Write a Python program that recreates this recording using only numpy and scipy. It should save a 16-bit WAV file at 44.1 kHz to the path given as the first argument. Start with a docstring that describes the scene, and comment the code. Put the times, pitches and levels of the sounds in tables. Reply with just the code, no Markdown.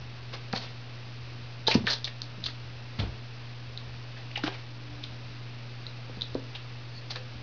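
"""A motor hum, a low double throb and a gritty hiss fill a small cluttered room; then a small animal hops
around a plastic ball on carpet. Its claws scuff, tick and squeak, its body knocks hollow things, landings thud.
Hum is wavering sines, hiss is shaped noise, thuds and throbs are sines with rumble; scuffs are ringing grains,
ticks ringing impulses, knocks decaying partials, squeaks sagging tones, and a faint late whistle thin noise.
A small 8-bit recorder dulls the treble, adds grit and turns its gain down after loud sounds."""
import sys
import numpy as np
from scipy import signal
from scipy.fft import rfft, irfft, next_fast_len
from scipy.io import wavfile
from scipy.ndimage import uniform_filter1d

SR = 44100
rng = np.random.default_rng(int(sys.argv[2]) if len(sys.argv) > 2 else 0)


def voltage_ratio(decibels):
    """Convert decibels (scalar or array-like) to amplitude ratios, 20 dB per decade."""
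    exponent = np.asarray(decibels, float) / 20
    return 10 ** exponent


def generate_wav(sig):
    """Save sig (samples, or channels by samples) to the path in sys.argv[1] as 16-bit PCM at SR."""
    pcm = np.round(np.clip(np.atleast_2d(sig).T, -1, 1) * 32767).astype(np.int16)
    wavfile.write(sys.argv[1], SR, pcm)


N = 327222


def rms_one(x):
    """Scales a sound to unit power."""
    return x / np.sqrt(np.mean(x ** 2) + 1e-20)


def peak_at(x, peak_db):
    """Scales a sound to a peak level."""
    return voltage_ratio(peak_db) * x / np.max(np.abs(x))


def add(out, start_s, sound):
    """Mixes a short sound in at its start time."""
    i = round(start_s * SR)
    out[i:i + len(sound)] += sound[:N - i]


def drift(rate_hz):
    """Slow random wander of unit power, made at a fortieth of the sample rate."""
    r = np.exp(-2 * np.pi * rate_hz * 40 / SR)
    noise = rng.standard_normal(N // 40 + 2002)
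    slow = signal.lfilter([1], [1, -2 * r, r * r], noise)[2000:]
    return np.interp(np.arange(N) / 40, np.arange(len(slow)), rms_one(slow))


def resonance(x, pitch_hz, width_hz):
    """A two-pole resonance with a peak gain of about 1."""
    r = np.exp(-np.pi * width_hz / SR)
    feed = np.array([1, 0, -1]) * (1 - r * r) / 2
    return signal.lfilter(feed, [1, -2 * r * np.cos(2 * np.pi * pitch_hz / SR), r * r], x)


# motor tones: pitch_hz [Hz], level_db [dB rms], waver_db [dB, spread of the level]
MOTOR_TONES = [(120.22, -43, 0.4), (240.9, -62, 1), (294.2, -69, 5.5), (2600, -72, 0.5)]


def hum():
    """Steady motor tones, each a sine whose level wavers on its own."""
    t = np.arange(N) / SR
    out = np.zeros(N)
    for pitch_hz, level_db, waver_db in MOTOR_TONES:
        level = np.sqrt(2) * voltage_ratio(level_db + waver_db * drift(2.6))
        out += level * np.sin(2 * np.pi * (pitch_hz * t + rng.random()))
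    return out


# colour of the room and microphone noise: pitch_hz [Hz], density_db [relative dB per Hz]
HISS_COLOUR = [(20, -31.5), (40, -20.5), (70, -22), (100, -19), (160, -24), (260, -26), (450, -27),
               (1000, -32), (2250, -33), (2600, -29), (3200, -35.5), (4500, -34.5), (6500, -37.5)]


def hiss(level_db=-51, breath_db=0.5):
    """White noise shaped to the colour curve, breathing slightly; level_db is its rms from 300 to 7000 Hz."""
    size = next_fast_len(N)
    hz = np.arange(size // 2 + 1) * SR / size + 0.00085   # the offset keeps the log finite
    pitch_hz, density_db = np.transpose(HISS_COLOUR)
    shape = voltage_ratio(np.interp(np.log(hz), np.log(pitch_hz), density_db))
    noise = irfft(rfft(rng.standard_normal(size)) * shape, size)
    band = irfft(rfft(noise) * (hz > 300) * (hz < 7000), size)
    return (noise / np.std(band))[:N] * voltage_ratio(level_db + breath_db * drift(6.8))


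def low_swell(level_db, pitch_hz, t60_s, rise_s=0.011, rumble_db=-8, rumble_hz=90):
    """A low tone with a rough rumble on top, swelling and dying; level_db is taken before the envelope."""
    t = np.arange(32768) / SR
    swell = (1 - np.exp(-t / rise_s)) * voltage_ratio(-60 * t / t60_s)
    rumble = rms_one(resonance(rng.standard_normal(len(t)), rumble_hz, rumble_hz))
    tone = np.sin(2 * np.pi * pitch_hz * t)
    return voltage_ratio(level_db) * swell * (tone + voltage_ratio(rumble_db) * rumble)


def throbs(first_s=-0.026, turn_s=1.229, gap_s=0.19, first_db=-42.5, second_db=-44, spread_db=1):
    """The appliance throbs twice per turn, each throb a low swell of slightly varied level."""
    out = np.zeros(N)
    for turn in range(7):
        for late_s, level_db in ((0, first_db), (gap_s, second_db)):
            start_s = first_s + turn * turn_s + late_s
            throb = low_swell(level_db + spread_db * rng.standard_normal(), 73.3, 0.42)
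            if start_s < N / SR:
                add(out, max(start_s, 0), throb)
    return out


# claws dragged over carpet and cardboard: loudest_s [s], level_db [dB rms of the ringing part],
# colour_hz [Hz], fade_s [s], broad_db [dB, rustle over the ringing part]
CLAW_SCUFFS = [(0.342, -54, 4360, 0.017, 16.5), (.562, -36.5, 4210, 0.015, 2.5),
               (0.577, -31.5, 4030, 0.0043, -14.5), (.635, -54, 3920, 0.046, 10.5),
               (1.682, -26, 3980, 0.014, -4.5), (1.712, -29, 3690, 0.021, -5.5),
               (1.718, -27, 2350, 0.013, -3.5), (1.746, -25.5, 5270, 0.0092, -3.5),
               (1.884, -31.5, 1547, 0.018, -1.5), (1.888, -33, 3660, 0.031, -3.5),
               (1.912, -26, 4120, 0.022, -10.5), (1.911, -32.5, 5210, 0.023, -35),
               (1.934, -27, 4150, 0.0083, -10), (2.053, -31.5, 3810, 0.0072, -11.5),
               (2.078, -45, 2054, 0.01, 5.5), (2.449, -35, 4010, 0.014, -21.5),
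               (2.465, -27.5, 3880, 0.0065, -11), (2.49, -45, 1583, 0.016, -4.5),
               (3, -42.5, 3640, 0.015, 6.5), (3.03, -47, 2740, 0.011, -12.5),
               (4.179, -52.5, 1710, 0.023, 3), (4.315, -43.5, 2600, 0.0034, -13),
               (4.363, -30.5, 2230, 0.007, -24.5), (4.376, -37, 2870, 0.008, -1.5),
               (4.442, -37, 3770, 0.009, 2.5), (4.468, -40.5, 1554, 0.018, 3),
               (4.47, -44.5, 2600, 0.012, 5), (4.545, -52, 2190, 0.037, 6), (5.04, -40.5, 3280, 0.011, -9),
               (6.226, -41, 3540, 0.011, -14), (6.556, -38, 3190, 0.01, -5.5),
               (7.111, -35, 4170, 0.011, -1.5), (7.163, -46, 1500, 0.012, 8.5)]


def scuffs(grains_per_s=5500, spread_db=2.0, sharpness=5.9, scatter=0.17, dull_db=-4.0, swell_share=0.69):
    """Fibres snap under the claw: each grain rings at one of five pitches near the colour, over a broad rustle."""
    out, t = np.zeros(N), np.arange(-2048, 8192) / SR
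    fibres = np.linspace(-1.5, 1.5, 5)
    for loudest_s, level_db, colour_hz, fade_s, broad_db in CLAW_SCUFFS:
        born, size, sign, dealt = rng.random((4, len(t)))
        grains = (born < grains_per_s / SR) * voltage_ratio(-spread_db * np.log(size + 0.005)) * np.sign(sign - 0.5)
        fibre = (dealt * len(fibres)).astype(int)
        body = 0.076 * resonance(grains, colour_hz, colour_hz)   # a wide skirt under the fibres
        for k, offset in enumerate(fibres):
            snaps = resonance(grains * (fibre == k), colour_hz, colour_hz)
            ring = resonance(snaps, colour_hz * np.exp(scatter * offset), colour_hz / sharpness)
            body += np.exp(-offset ** 2 / 2) * ring
        bright = rms_one(resonance(grains, 1600, 4400))
        dull = rms_one(resonance(grains, 470, 850))
        rustle = bright + voltage_ratio(dull_db) * dull
        swell = np.exp(-(t / (swell_share * fade_s)) ** 2)
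        stroke = np.where(t < 0, swell, np.exp(-t / fade_s))
        add(out, loudest_s + t[0], voltage_ratio(level_db) * (rms_one(body) + voltage_ratio(broad_db) * rustle) * stroke)
    return out


# single claw ticks: start_s [s], peak_db [dB], colour_hz [Hz], width_hz [Hz, of the ring]
CLAW_TICKS = [(0.5282, -16.5, 4510, 1500), (0.5324, -20.5, 1430, 900), (1.669, -17, 3630, 500),
              (1.679, -11, 3530, 2500), (1.8691, -11.5, 2590, 1500), (1.873, -14, 1727, 356),
              (2.0444, -17, 3740, 519), (2.0435, -20.5, 5640, 614), (2.2184, -16, 4160, 1317),
              (2.44, -19.5, 3780, 700), (3.0005, -22, 3380, 890), (3.7752, -23.5, 3850, 590),
              (4.3561, -28.5, 3180, 600), (4.3733, -29, 3010, 1200), (4.437, -20.5, 1410, 450),
              (4.4769, -17.5, 2720, 1485), (5.0389, -25, 3730, 643), (5.8665, -25.5, 3990, 483),
              (6.2107, -24, 3634, 446), (6.219, -16, 3754, 435), (6.346, -29.5, 4010, 1190),
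              (6.556, -28.5, 2730, 900), (7.107, -24, 4000, 1590), (7.159, -25.5, 4010, 900)]


def ticks(crack_db=-6, fibres_db=-27, fibres_s=0.006):
    """A claw tip lets go: an impulse rings over a faint broad crack, and plucked fibres rustle in its colour."""
    out, click, t = np.zeros(N), np.eye(1, 4096)[0], np.arange(4096) / SR
    crack = peak_at(resonance(click, 1600, 3000), crack_db)   # levels here are against the ring's peak
    spring_back = voltage_ratio(fibres_db) * t / fibres_s * np.exp(1 - t / fibres_s)   # loudest at fibres_s
    for start_s, peak_db, colour_hz, width_hz in CLAW_TICKS:
        ring = resonance(resonance(click, colour_hz, 2 * width_hz), colour_hz, width_hz)
        noise = resonance(rng.standard_normal(len(t)), colour_hz, colour_hz / 2)
        rustle = rms_one(resonance(noise, colour_hz, width_hz)) * spring_back
        add(out, start_s, peak_at(peak_at(ring, 0) + crack + rustle, peak_db))
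    return out


# knocks on hollow things: start_s [s], peak_db [dB], pitch_hz [Hz], t60_s [s], hard_db [dB on the overtones]
BODY_KNOCKS = [(0.533, -21.5, 212.6, 0.068, 4), (.536, -21, 776, 0.08, 0.5), (1.682, -16, 470, 0.032, -5.5),
               (1.6825, -17, 885, 0.094, -2), (1.71, -28.5, 593, 0.06, -3.5),
               (1.7528, -7, 230.7, 0.06, -4.5), (1.769, -20.5, 134, 0.18, -15),
               (1.841, -25, 200.5, 0.072, 2), (1.876, -35, 475, 0.2, 5.5),
               (2.375, -38.5, 183.3, 0.25, -0.5), (2.987, -28, 214, 0.1, -1),
               (3.015, -35.5, 280, 0.14, -16), (4.376, -30.5, 833, 0.06, -14.5),
               (4.392, -36, 857, 0.08, -14.5), (4.4381, -19.5, 299.5, 0.084, -2.5),
               (4.478, -21.5, 394, 0.14, 10), (6.094, -35.5, 264.5, 0.14, 7.5), (6.17, -34, 196.7, 0.14, 3),
               (6.352, -16.5, 432, 0.011, -3.5), (6.355, -28.5, 270.2, 0.38, -3.5),
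               (7.165, -42.5, 505.6, 0.46, -19)]
# partials of a hollow body: ratio [of the pitch], level_db [dB], t60_share [of the knock's t60]
HOLLOW_PARTIALS = [(1, -5, 0.81), (1.9, -11, 0.41), (3.1, -12.5, 0.14)]


def knocks(scatter=0.12, rattle_db=-23, first_db=5.0, first_cycles=1.9, slap_db=-11, slap_cycles=2.5):
    """A blow rings a hollow body, first cycles strongest; loose walls rattle and slap back three times, ever weaker."""
    out, t = np.zeros(N), np.arange(16384) / SR
    for start_s, peak_db, pitch_hz, t60_s, hard_db in BODY_KNOCKS:
        ring = np.zeros(len(t))
        for k, (ratio, level_db, t60_share) in enumerate(HOLLOW_PARTIALS):
            overtone = k > 0
            detune = 1 + scatter * rng.standard_normal() if overtone else 1
            level = voltage_ratio(level_db + hard_db * overtone - 60 * t / (t60_s * t60_share))
            ring -= level * np.sin(2 * np.pi * pitch_hz * ratio * detune * t)
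        loose = resonance(rng.standard_normal(len(t)), 1.25 * pitch_hz, 0.75 * pitch_hz)
        loose = rms_one(signal.lfilter(*signal.butter(2, 2 * pitch_hz, fs=SR), loose))
        ring += loose * voltage_ratio(rattle_db - 40 * t / t60_s)
        cycles = t * pitch_hz
        boost = voltage_ratio(first_db * np.exp(-(cycles / first_cycles) ** 2))
        blow = ring * boost * np.minimum(cycles / 0.37, 1)   # a short ramp softens the onset
        add(out, start_s, peak_at(blow, peak_db))
        slap = blow * voltage_ratio(-60 * cycles / 10)
        for k, late in enumerate(np.cumsum(0.5 + rng.random(3))):   # uneven gaps, slap_cycles on average
            add(out, start_s + late * slap_cycles / pitch_hz, peak_at(slap, peak_db + slap_db * (1 + k / 2)))
    return out


# a claw skids and squeaks for a few cycles: loudest_s [s], peak_db [dB], pitch_hz [Hz], half_s [s, half length]
CLAW_SQUEAKS = [(1.675, -12.5, 3900, 0.0016), (1.715, -25.5, 2940, 0.00097), (1.888, -22, 3870, 0.002),
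                (1.905, -24.5, 4050, 0.002), (1.923, -20, 4140, 0.002), (2.46, -24, 4284, 0.0015),
                (4.3598, -23, 2915, .0017)]


def squeaks(sag=0.034):
    """A skidding claw gives a short tone that swells and dies, its pitch sagging by the share sag per half length."""
    out, t = np.zeros(N), np.arange(-400, 401) / SR
    for loudest_s, peak_db, pitch_hz, half_s in CLAW_SQUEAKS:
        turns = pitch_hz * t * (1 - sag * t / half_s / 2) + rng.random()
        add(out, loudest_s + t[0], voltage_ratio(peak_db) * np.exp(-(t / half_s) ** 2) * np.sin(2 * np.pi * turns))
    return out


# landings on the floor: start_s [s], level_db [dB before the envelope], pitch_hz [Hz]
LANDINGS = [(1.752, -27, 89.5), (2.982, -20.5, 103.1), (3.012, -22, 59.3), (3.058, -31, 83.1)]


def thuds():
    """The animal lands and the floor swells and rings low."""
    out = np.zeros(N)
    for start_s, level_db, pitch_hz in LANDINGS:
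        add(out, start_s, low_swell(level_db, pitch_hz, 0.29))
    return out


# a faint whistle: pitch_hz [Hz], width_hz [Hz], level_db [dB rms before the envelope]
WHISTLE = (4400, 290, -48)


def wheeze(loudest_s=6.975, half_s=0.028):
    """A faint whistle: noise in a thin resonance, swelling and dying once."""
    pitch_hz, width_hz, level_db = WHISTLE
    air = resonance(resonance(rng.standard_normal(N), pitch_hz, width_hz), pitch_hz, width_hz)
    swell = np.exp(-((np.arange(N) / SR - loudest_s) / half_s) ** 2)
    return voltage_ratio(level_db) * rms_one(air) * swell


def room(x, bass_t60_s=0.24, wall_cut_hz=8400):
    """Ten feedback delays, duller on every round, then scattered by clutter in three all-pass echoes."""
    out, dull = np.zeros(N), np.exp(-2 * np.pi * wall_cut_hz / SR)
    for k, lag in enumerate((rng.uniform(0.006, 0.025, 10) * SR).astype(int)):
        loop, gain, state = x.copy(), voltage_ratio(-60 * lag / SR / bass_t60_s), [0.]
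        for i in range(lag, N, lag):
            back, state = signal.lfilter([gain * (1 - dull)], [1, -dull], loop[i - lag:i], zi=state)
            loop[i:i + lag] += back[:N - i]
        out += (loop - x) * (-1) ** k
    for lag in (47, 113, 191):   # samples
        echo = np.zeros(lag + 1)
        echo[0], echo[lag] = -0.6, 1
        out = signal.lfilter(echo, echo[::-1], out)
    return out


def scene():
    """The animal in the room over the steady background."""
    background = hum() + hiss() + throbs()
    claws = scuffs() + ticks() + squeaks() + wheeze() + 1e-18   # the speck avoids slow, vanishing numbers
    blows = signal.lfilter(*signal.butter(2, 90, "high", fs=SR), knocks())   # small bodies radiate no deep bass
    wet = room(claws + 0.75 * blows)   # carpet and boxes soak up part of the blows
    return (background + claws + blows + voltage_ratio(-18) * wet + thuds())[None]


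def top_cut(x):
    """Nothing passes above the cut-off."""
    return signal.sosfilt(signal.butter(12, 7110, fs=SR, output="sos"), x)


def record(dry, knee_db=-36, slope=0.069, release_db_per_s=0.5, attack_s=0.07):
    """The microphone dulls the treble; gain ducks after loud sounds and creeps back; a coarse converter adds grit."""
    x = signal.sosfilt(signal.butter(7, 5600, fs=SR, output="sos"), dry[0])
    t = np.arange(N) / SR
    level_db = 10 * np.log10(uniform_filter1d(x ** 2, size=4410) + 1e-12)
    over_db = slope * np.maximum(level_db - knee_db, 0)
    held_db = np.maximum.accumulate(over_db + release_db_per_s * t) - release_db_per_s * t
    r = np.exp(-1 / (attack_s * SR))
    x = x * voltage_ratio(-signal.lfilter([1 - r], [1, -r], held_db))
    every, steps_per_unit = 4, 128   # keeps every fourth sample; 8 bits
    steps = np.floor(x[::every] * steps_per_unit) / steps_per_unit
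    smoother = signal.firwin(65, 1 / every, window=("kaiser", 9))   # leaves a mirror of the top
    x = signal.resample_poly(steps, every, 1, window=smoother)[:N]
    return top_cut(x[None])


dry = scene()
out = record(dry)
generate_wav(out)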